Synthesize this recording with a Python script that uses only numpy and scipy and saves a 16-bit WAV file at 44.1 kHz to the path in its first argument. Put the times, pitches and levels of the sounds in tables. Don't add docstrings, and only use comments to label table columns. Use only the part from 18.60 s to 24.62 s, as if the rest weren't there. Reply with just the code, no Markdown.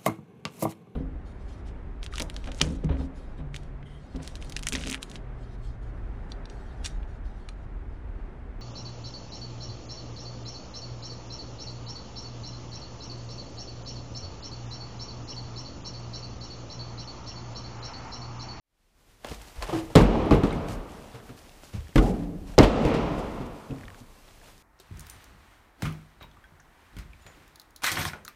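import sys
import numpy as np
from scipy import signal
from scipy.fft import rfft, irfft, next_fast_len
from scipy.io import wavfile
from scipy.ndimage import map_coordinates

SR = 44100
rng = np.random.default_rng(int(sys.argv[2]) if len(sys.argv) > 2 else 0)


def store_wav(level_fs):
    pcm = np.round(np.clip(np.atleast_2d(level_fs), -1, 1) * 32767)
    wavfile.write(sys.argv[1], SR, pcm.T.astype(np.int16))


def invert_db(level):
    return 10 ** (np.asarray(level, dtype=float) / 20)


N = 265658


# start_s, dip_ahead_db, deep_pull_db, lasting_pull_db
SLAM_PULLS = [
    (1.3537, 13, 9.5, 8),
    (3.357, -1, -2, 5.5),
    (3.9799, 19, 8, 4.5),
]
REST_DB, DIP_AHEAD_S, DEEPEST_S, GRAB_S, CREEP_S = 3, .012, 0.089, 0.1, 1.69
FADE_S, FADE_DB_PER_S, OPEN_S = 0.78, 34.5, 0.19
TOP_HZ = 15400

# pitch_hz, level_db (per Hz)
HUSH_COLOUR = [(15, -58), (25, 5.5), (50, -2), (164, -13), (240, -14.5), (331, -16.5), (495, -17.5),
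               (1660, -22.5), (2700, -24), (10100, -32), (15500, -36.5)]
HUSH_DB = -55

# start_s, peak_db, panel_hz, brightness_db_per_octave, ring_length (factor)
HARD_BLOWS = [(.646, -29.5, 610, 1.5, .21), (.712, -27, 400, 2, 0.33), (1.023, -32, 963, 7, 0.76),
              (1.301, -37, 600, -0.5, .5), (1.3536, 2.5, 187, -1.5, 1.7), (1.555, -36, 332, -1.4, 0.51),
              (1.709, -6, 289, -4.5, 1.1), (1.834, -11.5, 186.3, -1.6, 0.51), (1.907, -23, 214, -2.5, 0.5),
              (3.033, -41, 476, 2, .32), (3.29, -37.5, 300, 2, 0.24), (3.357, -9, 461, -1, 0.36),
              (3.98, 4.5, 520, -2.2, 0.8), (4.0294, -9, 420, 1.5, 0.82), (4.25, -14.5, 445, -1.2, 0.55),
              (4.34, -17.5, 162, -1, 1.3)]
# start_s, peak_db, panel_hz, brightness_db_per_octave, ring_length (factor)
SOFT_LANDINGS = [(1.088, -26, 395, -1.5, 0.34), (1.128, -22, 454, -1, 1.3), (1.361, .4, 400, -1.5, 1.4),
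                 (1.398, -10, 220, -2.5, 1.1), (2.54, -37, 180, 2.5, 1), (2.691, -36, 161, 2, 0.72),
                 (3.129, -36, 505, 4.5, 1), (3.378, -17, 301, -.5, .5), (3.99, -2.5, 622, -2.3, 0.98),
                 (4.799, -31, 279, 0, 1.3), (5.098, -27.5, 233, -7, 1.16)]
HARD_RISE_S, SOFT_RISE_S = 0.0013, 0.0048
# pitch_hz, level_db, t60_s
PANEL_TONES = [(133, -3, 0.39), (157.6, 2, 0.17), (224, -13, 0.067), (290, 0.5, 0.18), (392, 1, 0.18),
               (455.4, -2.5, 0.29), (564, -21, 0.04), (637, -32, 0.036), (880, -52, .1), (1110, -25, .1)]
# pitch_hz, level_db (per Hz)
THUD_COLOUR = [(24, -38.5), (40, -4.5), (179, -2), (417, -5), (1310, -18.5), (1640, -23), (2110, -21.5),
               (6160, -33.5), (6980, -35.5), (14000, -45.5), (15500, -63.5)]
# pitch_hz, t60_s
THUD_LENGTH = [(60, 0.36), (300, 0.2), (1000, 0.22), (4000, 0.24), (12000, 0.036)]
# pitch_hz, level_db, t60_s
HOLLOW_TONES = [(324, 3, 0.46), (348, -6.5, 0.32), (713, -11, 0.35), (1060, -11, 0.22)]
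# start_s, peak_db
HOLLOW_KNOCK = (1.126, -20.5)

# start_s, start_db (rms at full gain), brightness_db_per_octave, length (factor), boom_top_hz
SHOP_ANSWERS = [(.646, -46, 6, 0.44, 1300), (1.099, -40, 2.5, 0.52, 1300), (1.3538, -7.5, -.2, 0.93, 1300),
                (1.709, -23, -2, 0.89, 1500), (1.835, -28.5, 2.1, 0.83, 1580),
                (1.907, -37.5, 0.5, 1.7, 1460), (2.54, -51, 2.5, 0.46, 1500), (2.69, -54.5, 3, 0.52, 1400),
                (3.136, -53, 7, 0.6, 598.6), (3.357, -19, -4.6, .74, 780), (3.98, -8.5, .8, 1.12, 1420),
                (4.25, -19.5, -0.1, 0.83, 1460), (4.34, -32, 0.5, 1.4, 1430), (5.096, -48, -11, 1.02, 1300)]
# pitch_hz, t60_s
SHOP_LENGTH = [(60, 1.66), (250, 1.4), (800, 1.66), (1100, 1.94), (1400, 1.79), (1800, 1.75), (3000, 1.55),
               (6000, 1.44), (12000, 0.42)]
# pitch_hz, level_db (per Hz)
SHOP_COLOUR = [(40, -25), (70, -3), (125, -4.5), (160, -4), (230, 0.5), (400, -5), (800, -10.5),
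               (1400, -20), (2800, -22), (4600, -32), (8000, -42), (12000, -54), (15600, -85.5)]
# pitch_hz, width_hz, boost_db
TRAILER_TONES = [(162, 14.6, 4.5), (230.4, 12, 3), (300, 11, 5.5), (384, 17, 2.5), (458, 33, 3.5),
                 (570, 12, 1.5), (658, 17, 1.5), (1060, 90, -1)]
ABOVE_BOOM_DB = -5.5

# start_s, peak_db
HARD_TICKS = [(.6462, -25), (.6874, -29.5), (.7457, -31), (.815, -34), (.8744, -40), (1.0244, -22),
              (1.07, -38), (1.3014, -42), (1.5544, -42), (1.7095, -18), (1.8342, -28), (1.907, -33),
              (2.086, -26.5), (2.602, -45), (2.693, -43), (2.7766, -36), (2.819, -41), (2.8943, -38),
              (3.035, -38), (3.1274, -49), (3.207, -38), (3.2824, -38), (3.8761, -41), (4.031, -28),
              (4.2214, -35), (4.2514, -23), (4.583, -40), (5.255, -46), (5.7094, -41), (5.9797, -39)]
# start_s, peak_db
GRIT_TICKS = [(.6574, -45), (.6689, -35), (.8195, -34), (.8834, -46), (.9567, -42), (1.0789, -36),
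              (1.9314, -45), (2.1144, -42), (2.3194, -38), (3.1494, -47), (3.358, -22), (3.366, -30),
              (4.341, -39), (4.8668, -44), (5.3916, -47), (5.5553, -49.5), (5.8494, -54)]
# start_s, peak_db
JOINT_SLIPS = [(5.184, -39), (5.2105, -37), (5.2345, -34.5), (5.2395, -36), (5.2812, -32), (5.3028, -33.5),
               (5.3453, -35.5)]
# start_s, peak_db, pitch_hz, t60_s, width (share of pitch)
SHARP_CRACKS = [
    (1.3536, -12, 4500, .008, .85),
    (1.3590, 0, 4200, .007, .85),
    (3.9798, -19, 3000, .008, .85),
    (3.9872, 0, 4700, .007, .45),
]
# start_s, peak_db, pitch_hz, t60_s, width (share of pitch)
DULL_KNOCKS = [(.6465, -25.5, 794, .025, .75), (1.015, -42, 600, 0.04, .75), (1.302, -40, 905, .02, .75),
               (1.555, -24, 800, .02, .75), (1.096, -24, 900, .03, .75), (1.127, -25, 735, 0.028, .55),
               (2.692, -37, 1150, 0.026, .75), (3.034, -37.5, 520, 0.027, .75),
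               (3.359, -20, 2000, 0.041, .75), (3.379, -18, 2400, 0.045, .75), (5.108, -38, 2600, .02, .3)]
# pitch_hz, t60_s, width (share of pitch), pitch scatter (share)
TICK, SPECK, CREAK = (2300, 0.0084, 1.54, 0.18), (7200, 0.0077, 1.1, .05), (1700, .011, .55, 0.03)

# start_s, peak_db, pitch_hz, t60_s
TONES_AND_CLICKS = [(1.015, -36, 690, .12), (1.022, -34, 1040, .1), (1.357, -15, 388, .15),
                    (1.357, -16, 720, .2), (1.36, -14, 221, .4), (1.42, -18, 46, .4), (1.71, -20, 45, .25),
                    (3.14, -30, 110, .25), (3.364, -11, 43.6, .29), (3.358, -12, 300, .06),
                    (3.377, -12, 310, .16), (3.38, -24, 163, .09), (3.6, -33, 288, .9),
                    (3.379, -23, 1100, .06), (3.381, -24, 1450, .06), (3.358, -28, 1700, .05),
                    (3.379, -26, 2050, .05), (3.43, -28, 802, .25), (3.985, -12, 441, .15),
                    (3.992, -8, 135, .09), (3.984, -11, 225, .13), (3.997, -12, 400, .1),
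                    (3.995, -24, 900, .1), (3.98, -12, 300, .08), (4.003, -6, 150, .06),
                    (3.99, -24, 2132, .07), (3.99, -26, 2800, .06), (4.02, -17, 46, .35),
                    (4.031, -26, 3300, .05), (4.805, -36, 242, .4), (4.805, -35, 377, .3),
                    (5.098, -34, 265, .25), (5.1, -37, 355, .12), (1.8355, -19, 190, .045),
                    (1.711, -15, 330, .08), (2.54, -41, 120, .3),
                    (.647, -35, 3300, .008), (.657, -42, 5500, .004), (.884, -43, 4300, .005),
                (1.0245, -27, 4600, .008), (1.254, -45, 7000, .004), (1.303, -38, 900, .012),
                (1.555, -21, 820, .02), (2.516, -47, 4500, .004), (2.537, -47, 3500, .004),
                (2.79, -46, 5000, .005), (2.92, -47, 2700, .005), (3.271, -44, 1800, .008),
                (3.328, -47, 2000, .005), (5.21, -49, 7000, .003), (5.281, -48, 6500, .003),
                (5.303, -50, 8000, .003), (5.345, -49, 6500, .003), (5.681, -50, 4000, .003),
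                (5.688, -48, 3500, .003), (5.8, -51, 6000, .003), (5.815, -48, 1700, .015),
                    (1.15, -33, 108, .2), (1.358, -12, 377, .12), (1.36, -15, 657, .1), (1.375, -24, 872, .08),
                 (1.428, -16, 205, .15), (1.505, -30, 807, .12), (1.528, -24, 226, .25),
                 (1.71, -17, 161, .1), (1.74, -22, 409, .12), (1.835, -21, 280, .08), (2.087, -33, 108, .2),
                 (3.17, -31, 75, .3), (3.36, -25, 560, .08), (3.495, -22, 183, .2), (3.82, -39, 280, .3),
                 (3.15, -36, 200, .12), (1.124, -31, 500, .07), (1.13, -36, 1260, .07),
                 (1.2, -38, 715, .08), (1.085, -36, 610, .15), (4.25, -20, 480, .07),
                 (1.925, -36, 2150, .05), (5.2, -44, 100, .4), (5.265, -42, 95, .25), (3.982, -8, 475, .12),
                 (3.98, -16, 678, .08), (3.98, -18, 797, .07), (3.986, -7, 258, .13),
                 (1.709, -19, 1150, .025), (1.838, -28, 1150, .07), (1.9075, -33, 3800, .008),
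                 (1.41, -26, 1600, .04), (4.015, -19, 571, .15), (4.34, -25, 151, .15),
                 (4.37, -25, 269, .15), (4.415, -32, 571, .15), (1.928, -40, 8500, .005),
                 (1.66, -47, 10000, .005), (5.254, -42, 3400, .006), (5.33, -50, 2600, .005),
                 (5.162, -48, 4500, .005), (2.603, -44, 1500, .008)]
TONE_RISE_CYCLES = 0.7

# start_s, hold_s, level_db, dull_part_db (over the rustle)
HANDLING = [(.656, 0.036, -54, 15.5), (0.696, 0.05, -47, 4), (0.8, .05, -59, 6), (0.875, 0.012, -53, 3),
            (.9, .05, -59, 6), (.962, .06, -54, 10), (1.029, .004, -42, 13.5), (1.07, 0.043, -48, 15),
            (1.131, 0.065, -44.5, 11.5), (1.306, 0.03, -56, 11), (1.374, .012, -36, 9),
            (1.41, .004, -39, 2), (1.44, .02, -52, 0), (1.5, .2, -64, 0), (1.72, .03, -45, 0),
            (1.76, .02, -54, 0), (1.84, .03, -54, 0), (1.93, .03, -57, 0), (2.096, 0.04, -46, 7),
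            (2.293, 0.29, -58, 10), (2.78, .005, -52.5, 3), (2.8, 0.18, -60.5, 5),
            (3.043, 0.006, -49.5, -8), (3.16, 0.0039, -52, 9), (3.373, .012, -42, 0), (3.39, .025, -49, 0),
            (3.425, .02, -45, 4), (3.458, 0.045, -47.5, 7), (3.54, 0.1, -59.5, 12.5), (3.875, .07, -55, 9),
            (4.003, .008, -39.5, 13), (4.033, .005, -40.5, 25), (4.07, .01, -52, 0), (4.225, .02, -55, 0),
            (4.255, .03, -49.5, 0), (4.345, .02, -55, 0), (4.4, .15, -61, 0), (4.59, .005, -48, 10),
            (4.55, .1, -57.5, 0), (4.66, .12, -59, 0), (2.553, .012, -56, 3), (3.06, .035, -56, -3),
            (4.86, 0.0024, -58, 2), (4.958, 0.28, -61, 6.5), (5.385, .018, -55, -3),
            (5.56, .22, -68.5, 7.5), (5.681, .005, -60, 11), (5.83, 0.065, -58.5, 9.5)]
RUSTLE_RISE, RUSTLE_FALL = 660, 430
# pitch_hz, level_db (per Hz)
CLOTH_COLOUR = [(3000, -3.5), (5000, -1.5), (8000, -5.5), (13000, -12), (15500, -22)]
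# pitch_hz, level_db (per Hz)
RUB_COLOUR = [(200, -20), (600, 7), (1500, -3.5), (3000, -6.5), (5000, -20.5), (7000, -47)]

# start_s, hold_s, level_db
BODY_SWAY = [(.7, 0.1, -38), (.97, 0.02, -26), (1.14, 0.14, -39.5), (1.362, .05, -25), (1.43, .07, -25),
             (1.56, 0.11, -31), (1.715, 0.01, -23), (1.84, 0.2, -30), (2.11, 0.091, -31), (2.26, .12, -45),
             (3.16, .04, -33), (3.366, 0.018, -20), (3.47, 0.19, -35), (3.7, 0.35, -37), (4.03, .045, -21),
             (4.12, 0.14, -33), (4.255, .02, -22.5), (4.34, .06, -32), (4.42, 0.022, -27.5),
             (4.5, 0.21, -33), (4.72, .2, -38), (5.11, .02, -41), (5.25, 0.013, -45), (5.9, .04, -51.5)]
SWAY_RISE, SWAY_FALL = 1400, 214
# pitch_hz, level_db (per Hz)
BOOM_COLOUR = [(16, -41), (28, -5), (45, 0.5), (58, -8.5), (75, -12), (110, -19), (160, -55.5), (500, -110)]

# start_s, level_db (rms at full gain), pitch_hz, width_octaves, t60_s
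CABINET_RATTLES = [(3.985, -19, 520, .3, 1.7), (3.47, -27, 420, .25, .3), (3.56, -33, 160, .12, 1.3),
                   (3.382, -34, 1250, .45, .18), (4.25, -34, 2300, .6, .6), (3.41, -29, 780, .2, .3),
                   (1.88, -27, 152, .12, .9), (2.53, -53, 1300, .4, .5)]

# start_s, peak_db, panel_hz, t60_s, early_pitch_drop (0-1)
FOOTFALLS = [
    (2.688, -38, 121.3, .27, 0),
    (3.137, -30, 63.7, .24, .6),
    (4.801, -29, 125.9, 0.2, 0.03),
    (5.098, -27, 132, 0.26, 0.08),
    (5.405, -40, 119, 0.17, .02),
]
OVERTONE = 2.01

# pitch_hz, level_db (per Hz)
HISS_COLOUR = [(1000, -30), (5000, -8), (9000, -3), (12000, 0), (15500, -2)]
HISS_DB = -74


def unit(x):
    return x / np.sqrt(np.mean(x ** 2) + 1e-20)


def along(points, hz):
    f, v = np.transpose(points)
    return np.interp(np.log(hz + 1), np.log(f + 1), v)


def noise(colour):
    size = next_fast_len(N)
    level = invert_db(along(colour, np.fft.rfftfreq(size, 1 / SR)))
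    return unit(irfft(rfft(rng.standard_normal(size)) * level, size)[:N])


def wander(spacing):
    return map_coordinates(rng.standard_normal(N // spacing + 4), [np.arange(N) / spacing])


def dying(size, colour_db, t60, window=256):
    hz, t, z = signal.stft(rng.standard_normal(size), SR, nperseg=window)
    z = z * invert_db(colour_db(hz)[:, None] - 60 * t / t60(hz)[:, None])
    return signal.istft(z, SR, nperseg=window)[1][:size]


def swells(rows, rise, fall):
    t, level_db = np.arange(N) / SR, np.full(N, -120.)
    for s, hold, db in rows:
        before, after = np.maximum(s - t, 0), np.maximum(t - s - hold, 0)
        level_db = np.maximum(level_db, db - rise * before - fall * after)
    return level_db


def gain_db(t):
    opening = 20 * np.log10(np.clip(t / OPEN_S, 1e-2, 1))
    db = REST_DB + opening - FADE_DB_PER_S * np.maximum(FADE_S - t, 0)
    for s, ahead_db, deep_db, lasting_db in SLAM_PULLS:
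        since = np.maximum(t - s, 0)
        db = db - ahead_db * (t < s) * np.clip(1 - (s - t) / DIP_AHEAD_S, 0, 1)
        db = db - deep_db * since / DEEPEST_S * np.exp(1 - since / DEEPEST_S)
        db = db - lasting_db * (1 - np.exp(-since / GRAB_S)) * np.exp(-since / CREEP_S)
    return db


def add(track, s, db, sound):
    before_gain = db - gain_db(s + 1e-4)
    track[round(s * SR):][:len(sound)] += invert_db(before_gain) * sound / np.max(np.abs(sound))


def add_tail(track, s, db, tail, rise_s):
    swell = 1 - np.exp(-np.arange(len(tail)) / SR / rise_s)
    track[round(s * SR):][:len(tail)] += invert_db(db) * tail / np.std(tail[:SR // 20]) * swell


def ring(modes, t, stretch, scatter_db, attack, drop=0, settle=.01):
    strengths = rng.standard_normal(len(modes))
    clock = t + drop * settle * (1 - np.exp(-t / settle))
    total = np.zeros(len(t))
    for i, (hz, db, t60) in enumerate(modes):
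        side = (-1) ** i
        level = invert_db(db + scatter_db * strengths[i] - 60 * t / (t60 * stretch))
        total += side * level * np.sin(2 * np.pi * hz * clock)
    return total * (1 - np.exp(-t / attack))


def hush():
    return invert_db(HUSH_DB + 2.0 + 1.3 * wander(2500)) * noise(HUSH_COLOUR)


def blows():
    out, t = np.zeros(N + SR), np.arange(SR // 2) / SR
    for rows, rise in ((HARD_BLOWS, HARD_RISE_S), (SOFT_LANDINGS, SOFT_RISE_S)):
        for s, db, hz, bright_db, stretch in rows:
            colour = lambda f: along(THUD_COLOUR, f) + bright_db * np.log2(1 + f / 500)
            length = lambda f: stretch * along(THUD_LENGTH, f)
            thud = dying(len(t), colour, length, window=570) * (1 - np.exp(-t / rise))
            dulling = min(bright_db, 0)
            panels = [(f, level + dulling * np.log2(1 + f / 150), t60) for f, level, t60 in PANEL_TONES]
            panels.append((hz, 7, .15))
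            ringing = ring(panels, t, stretch, scatter_db=5.0, attack=rise)
            add(out, s, db, unit(thud) + 0.77 * unit(ringing))
    hollow = ring(HOLLOW_TONES, t, 0.75, scatter_db=0.0, attack=0.019, drop=0.595, settle=0.0039)
    add(out, *HOLLOW_KNOCK, hollow)
    return out[:N]


def shop():
    out = np.zeros(N + 3 * SR)
    for s, db, bright_db, stretch, edge_hz in SHOP_ANSWERS:
        def colour(f):
            level = along(SHOP_COLOUR, f) + bright_db * np.log2(1 + f / 300)
            level = level + ABOVE_BOOM_DB * np.clip((f / edge_hz - 1) / 0.09, 0, 1)
            for hz, width_hz, boost_db in TRAILER_TONES:
                level = level + boost_db * np.exp(-((f - hz) / width_hz) ** 2)
            return level
        tail = dying(2 * SR, colour, lambda f: stretch * along(SHOP_LENGTH, f), window=2500)
        add_tail(out, s, db, tail, rise_s=0.013)
    return out[:N]


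def alike(rows, hz, t60, width, scatter):
    return [(s, db, hz * np.exp(scatter * rng.standard_normal()), t60, width) for s, db in rows]


def ticks():
    out, t = np.zeros(N + SR), np.arange(SR // 10) / SR
    f = np.fft.rfftfreq(len(t), 1 / SR)
    rows = alike(HARD_TICKS, *TICK) + alike(GRIT_TICKS, *SPECK) + alike(JOINT_SLIPS, *CREAK)
    for s, db, hz, t60, width in rows + SHARP_CRACKS + DULL_KNOCKS:
        burst = rng.standard_normal(len(t)) * invert_db(-60 * t / t60)
        burst[0] = 3.6
        spread = 1j * f * hz * width
        body = spread / (hz * hz - f * f + spread)
        add(out, s, db - 2.5, irfft(rfft(burst) * body ** 2, len(t)))
    return out[:N]


def tones():
    out, t = np.zeros(N + SR), np.arange(SR // 2) / SR
    for s, db, hz, t60 in TONES_AND_CLICKS:
        swell = 1 - np.exp(-t * hz / TONE_RISE_CYCLES)
        add(out, s, db, invert_db(-60 * t / t60) * np.sin(2 * np.pi * hz * t) * swell)
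    return out[:N]


def handling():
    bright_rows = [(s, hold, db) for s, hold, db, dull in HANDLING]
    dull_rows = [(s, hold, db + dull) for s, hold, db, dull in HANDLING]
    bright_db = swells(bright_rows, RUSTLE_RISE, RUSTLE_FALL)
    dull_db = swells(dull_rows, RUSTLE_RISE, RUSTLE_FALL)
    grain = invert_db(2.2 * wander(64))
    bright = invert_db(bright_db - 2.5) * unit(grain * noise(CLOTH_COLOUR))
    return bright + invert_db(dull_db - 7.0) * unit(grain * noise(RUB_COLOUR))


def boom():
    return invert_db(swells(BODY_SWAY, SWAY_RISE, SWAY_FALL) - 4) * noise(BOOM_COLOUR)


def rattles():
    out = np.zeros(N + 3 * SR)
    for s, db, hz, octaves, t60 in CABINET_RATTLES:
        colour = lambda f: -9 * (np.log2((f + 1) / hz) / octaves) ** 2
        tail = dying(SR, colour, lambda f: t60 + 0 * f, window=1024)
        add_tail(out, s, db, tail, rise_s=.02)
    return out[:N]


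def steps():
    out, t = np.zeros(N + SR), np.arange(SR // 2) / SR
    for s, db, low_hz, t60, drop in FOOTFALLS:
        high_hz = OVERTONE * low_hz
        modes = [(low_hz, 0, t60), (high_hz, -3, 1.06 * t60), (1.16 * high_hz, -7, 0.44 * t60)]
        add(out, s, db, ring(modes, t, 1, scatter_db=0.5, attack=0.0056, drop=drop, settle=0.027))
    return out[:N]


def scene():
    moving = (handling() + boom()) / invert_db(gain_db(np.arange(N) / SR))
    return (hush() + blows() + shop() + ticks() + tones() + moving + rattles() + steps())[None]


def band_limit(x):
    return signal.sosfilt(signal.butter(12, 16410, fs=SR, output="sos"), x)


def record(dry):
    t = np.arange(N) / SR
    x = dry * invert_db(gain_db(t))
    x = x + invert_db(HISS_DB - FADE_DB_PER_S * np.maximum(FADE_S - t, 0)) * noise(HISS_COLOUR)
    x = x / (1 + np.abs(x / .79) ** 5) ** (1 / 5)
    x = signal.sosfilt(signal.ellip(10, .5, 45, TOP_HZ, fs=SR, output="sos"), x)
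    return band_limit(x)


dry = scene()
out = record(dry)
store_wav(out)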